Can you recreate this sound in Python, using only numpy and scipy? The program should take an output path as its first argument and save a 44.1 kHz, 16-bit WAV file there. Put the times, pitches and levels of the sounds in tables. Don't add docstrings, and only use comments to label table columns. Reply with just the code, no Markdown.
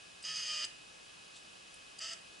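import sys
import numpy as np
from scipy import signal
from scipy.fft import rfft, irfft
from scipy.io import wavfile

SR = 44100
rng = np.random.default_rng(int(sys.argv[2]) if len(sys.argv) > 2 else 0)


def wav_out(sig):
    wavfile.write(sys.argv[1], SR, np.round(np.clip(np.atleast_2d(sig).T, -1, 1) * 32767).astype(np.int16))


N = 105840
T = np.arange(N) / SR
FREQ = np.maximum(np.fft.rfftfreq(N, 1 / SR), 1)
RISE_S = .022


def undb(db):
    return 10 ** (np.asarray(db) / 20)


def unit(x):
    return x / np.sqrt(np.mean(x ** 2))


def gains(points):
    hz, db = np.array(points, float).T
    return undb(np.interp(np.log(FREQ), np.log(hz), db))


def shape(x, response):
    return irfft(rfft(x) * response, N)


def noise(colour):
    return unit(shape(rng.standard_normal(N), gains(colour)))


def wander(rate_hz):
    return unit(shape(rng.standard_normal(N), np.exp(-(FREQ / rate_hz) ** 2)))


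def contact(at, db, decay):
    return undb(db) * (T >= at) * np.exp(-np.maximum(T - at, 0) / decay)


def electrical_hiss():
    # frequency in Hz, relative level in dB.
    colour = [(15, -51), (25, -13), (101, -9.5), (149, -9), (182, -5.5), (212, -10), (288, -9.5),
              (588, -10.5), (759, -11), (979, -14), (1140, -9.5), (1510, -13), (1630, -9), (1850, -14.5),
              (2390, -10.5), (2580, -4.5), (4070, -10), (4990, -9.5), (6610, -14), (9680, -16.5),
              (11000, -21), (14300, -108), (22000, -120)]
    # frequency in Hz, side level against the centre in dB.
    width = [(60, -12), (110, -5), (190, -3.5), (340, 2.5), (600, 5.5), (1080, 5.5), (1920, 2),
             (3420, -6.5), (6100, -5), (10900, -6)]
    # pitch in Hz, level in dB.
    idle_tones = [(1690, -75.5), (2536, -65.5), (2961, -70.5), (3806, -77), (4834, -76), (7171, -78)]
    hiss_db, waver_hz = -57.5, 2.88
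    side = shape(noise(colour), gains(width))
    hiss = undb(hiss_db) * (noise(colour) + side * np.array([[1], [-1]]))
    tones = 0
    for hz, db in idle_tones:
        level = undb(db + 0.57 * wander(2.7))
        pitch = hz + waver_hz * wander(23.8)
        tones += level * np.sin(2 * np.pi * np.cumsum(pitch) / SR)
    return hiss + np.sqrt(2) * tones


def drive_ticks():
    # start in seconds, level in dB, decay in seconds.
    ticks = [(.226, -53, 0.0034), (.643, -31, 0.0035), (.648, -41.5, .003), (1.990, -41, 0.0046)]
    # pitch in Hz, relative level in dB.
    modes = [(2950, -13), (4620, -7), (4860, 0.5), (6050, -13)]
    ring = sum(undb(db) * np.sin(2 * np.pi * (hz * T + rng.random())) for hz, db in modes)
    return np.sqrt(2) * ring * sum(contact(*tick) for tick in ticks)


def switch_clicks():
    # start in seconds, level in dB, decay in seconds, centre in Hz.
    snaps = [(.226, -49, 0.0081, 8000), (.647, -38.5, 0.0053, 7840), (1.742, -48.5, 0.0034, 9300),
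             (1.987, -47, 0.0074, 7750), (2.133, -37.5, .002, 7500)]
    width_hz = 960
    s = 1j * FREQ
    clicks = 0
    for at, db, decay, hz in snaps:
        burst = contact(at, db, decay) * rng.standard_normal(N)
        resonance = s / (s * s + s * width_hz + hz ** 2)
        clicks += shape(burst, resonance * np.sqrt(width_hz * SR / np.pi))
    return clicks


def housing(direction):
    # centre in Hz, width in Hz, relative push and pull levels in dB.
    resonances = [(1277, 61, -7.5, -15.5), (1788, 208, -6.5, -14), (2087, 270, -19, -16.5),
                  (2345, 30, -25, -34), (2918, 256, 1.5, -7), (3123, 79, -16, -20.5),
                  (4560, 263, -5.5, 0.5), (5046, 302, -1.5, 4), (5510, 274, -14, -7), (5960, 230, -13, -2),
                  (6410, 116, -4.5, -2), (7460, 1300, -15, -4), (8340, 1450, -16.5, -12)]
    low_cut_hz, high_cut_hz = 930, 8300
    s = 1j * FREQ
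    ring = sum((-1) ** k * undb(db[direction]) * s * width / (s * s + s * width + hz ** 2)
               for k, (hz, width, *db) in enumerate(resonances))
    low, high = s / low_cut_hz, s / high_cut_hz
    ring *= low ** 2 / (1 + low + low ** 2)
    ring /= 1 + np.sqrt(2) * high + high ** 2
    return ring / np.sqrt(np.mean(abs(ring) ** 2))


def gears_and_brushes(direction, turns):
    harmonics, points_per_turn = 88, 4096
    pulse_depth, split_hz = 0.47, 4140
    spectrum = np.r_[0, np.exp(2j * np.pi * rng.random(harmonics))]
    one_turn = np.tanh(2 * unit(irfft(spectrum, points_per_turn)))
    bumps = unit(np.interp(turns % 1, np.arange(points_per_turn) / points_per_turn, one_turn))
    pulsing = np.exp(pulse_depth * np.cos(2 * np.pi * 2 * turns))
    rub = pulsing * (bumps + rng.standard_normal(N))
    case = housing(direction)
    gear_band = 1 / (1 + (FREQ / split_hz) ** 10)
    return shape(rub, case * gear_band), shape(rub, case * (1 - gear_band))


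def motor_whine(direction, turns):
    # multiple of the shaft speed, relative push and pull levels in dB.
    partials = [(5, -29.5, -15), (10, -14.5, -16), (14, -24.5, -25), (15, -27, -22), (20, -16.5, -20),
                (25, -16.5, -25), (40, -9.5, -27)]
    flutter_db = 1.5
    whine = 0
    for multiple, *db in partials:
        level = undb(db[direction] + flutter_db * wander(37))
        whine += level * np.sin(2 * np.pi * (multiple * turns + rng.random()))
    return np.sqrt(2) * whine


def stroke(direction, start, stop, db, shaft_hz, sag):
    # time in seconds, treble and gear levels in dB
    effort = [
        [(.25, -42, -48.5), (.315, -41.5, -44.5), (.335, -45.5, -47.5), (.36, -39, -47), (.44, -41.5, -47),
         (.51, -39.5, -44.5), (.59, -40, -44.5), (.615, -41, -43)],
        [(2.0, -44, -39), (2.018, -43, -46), (2.055, -46, -46.5), (2.095, -45.5, -48), (2.13, -46, -47)],
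    ]
    spin_up_s, whine_rise_s, coast_s, jitter = .010, 0.031, 0.0064, .003
    age = np.clip(T - start, 0, stop - start)
    coast = np.exp(-np.maximum(T - stop, 0) / coast_s)
    spin_up = 1 - .3 * np.exp(-age / spin_up_s)
    braking = 1 - .03 * (1 - coast)
    speed = (shaft_hz - sag * age) * spin_up * braking
    turns = np.cumsum(speed * (1 + jitter * wander(53))) / SR

    gears, brushes = gears_and_brushes(direction, turns)
    whine = motor_whine(direction, turns) * np.minimum(age / whine_rise_s, 1)
    running = (T > start) & (T < stop)
    times, treble_db, gear_db = np.array(effort[direction]).T
    body = undb(np.interp(T, times, gear_db)) * gears / gears[running].std()
    treble = undb(np.interp(T, times, treble_db)) * (brushes / brushes[running].std() + whine)
    drive = undb(db) * np.minimum(age / RISE_S, 1) * coast
    return drive * (body + treble)


def actuator():
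    # start and stop in seconds, trim in dB, shaft speed in Hz, sag in Hz per second.
    strokes = [(.230, .651, -1.5, 127.8, 13), (1.998, 2.138, -1.5, 130, -17)]
    return sum(stroke(direction, *row) for direction, row in enumerate(strokes))


def frame_shudder():
    # start in seconds, level in dB, decay in seconds.
    shudders = [(0.269, -63, 0.1)]
    frame_hz, waver_hz = 160, 17.8
    pitch = frame_hz + waver_hz * wander(24)
    ring = np.sqrt(2) * np.sin(2 * np.pi * np.cumsum(pitch) / SR)
    return ring * sum(contact(at, db, decay) * np.clip((T - at) / RISE_S, 0, 1)
                      for at, db, decay in shudders)


def sleeve():
    # frequency in Hz, relative level in dB.
    colour = [(500, -28), (2000, -16), (3500, 5.5), (6000, 0), (8500, 1), (11000, -24)]
    peak_s, half_width_s, level_db = 1.369, 0.018, -55.5
    swell = 1 / (1 + ((T - peak_s) / half_width_s) ** 2)
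    return noise(colour) * undb(level_db + wander(120)) * swell


def workshop(x):
    # frequency in Hz, level against the direct sound in dB.
    reflections = [(300, 3.5), (650, -2), (1300, -3), (2800, -5.5), (5000, -13.5), (9000, -7)]
    # frequency in Hz, left over right in dB.
    balance = [(60, 15), (110, -12), (190, 7), (340, 22), (600, 5.5), (1080, -7.5), (1920, -1), (3420, 0.0),
               (6100, -1.5), (10900, 0)]
    t60_s, predelay_s = 0.37, 0.00468
    tail = rng.standard_normal((2, N)) * (T > predelay_s) * np.exp(-np.log(1000) * T / t60_s)
    tail /= np.sqrt(np.sum(tail ** 2, axis=1, keepdims=True))
    wet = rfft(tail) * gains(reflections)
    lean = np.sqrt(gains(balance))
    return shape(x, (1 + wet) * np.array([lean, 1 / lean]))


def scene():
    in_room = drive_ticks() + switch_clicks() + actuator() + sleeve()
    return electrical_hiss() + workshop(in_room) + frame_shudder()


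def record(dry):
    top_hz = 11020
    return signal.sosfilt(signal.ellip(12, .2, 80, top_hz, fs=SR, output="sos"), dry)


dry = scene()
out = record(dry)
wav_out(out)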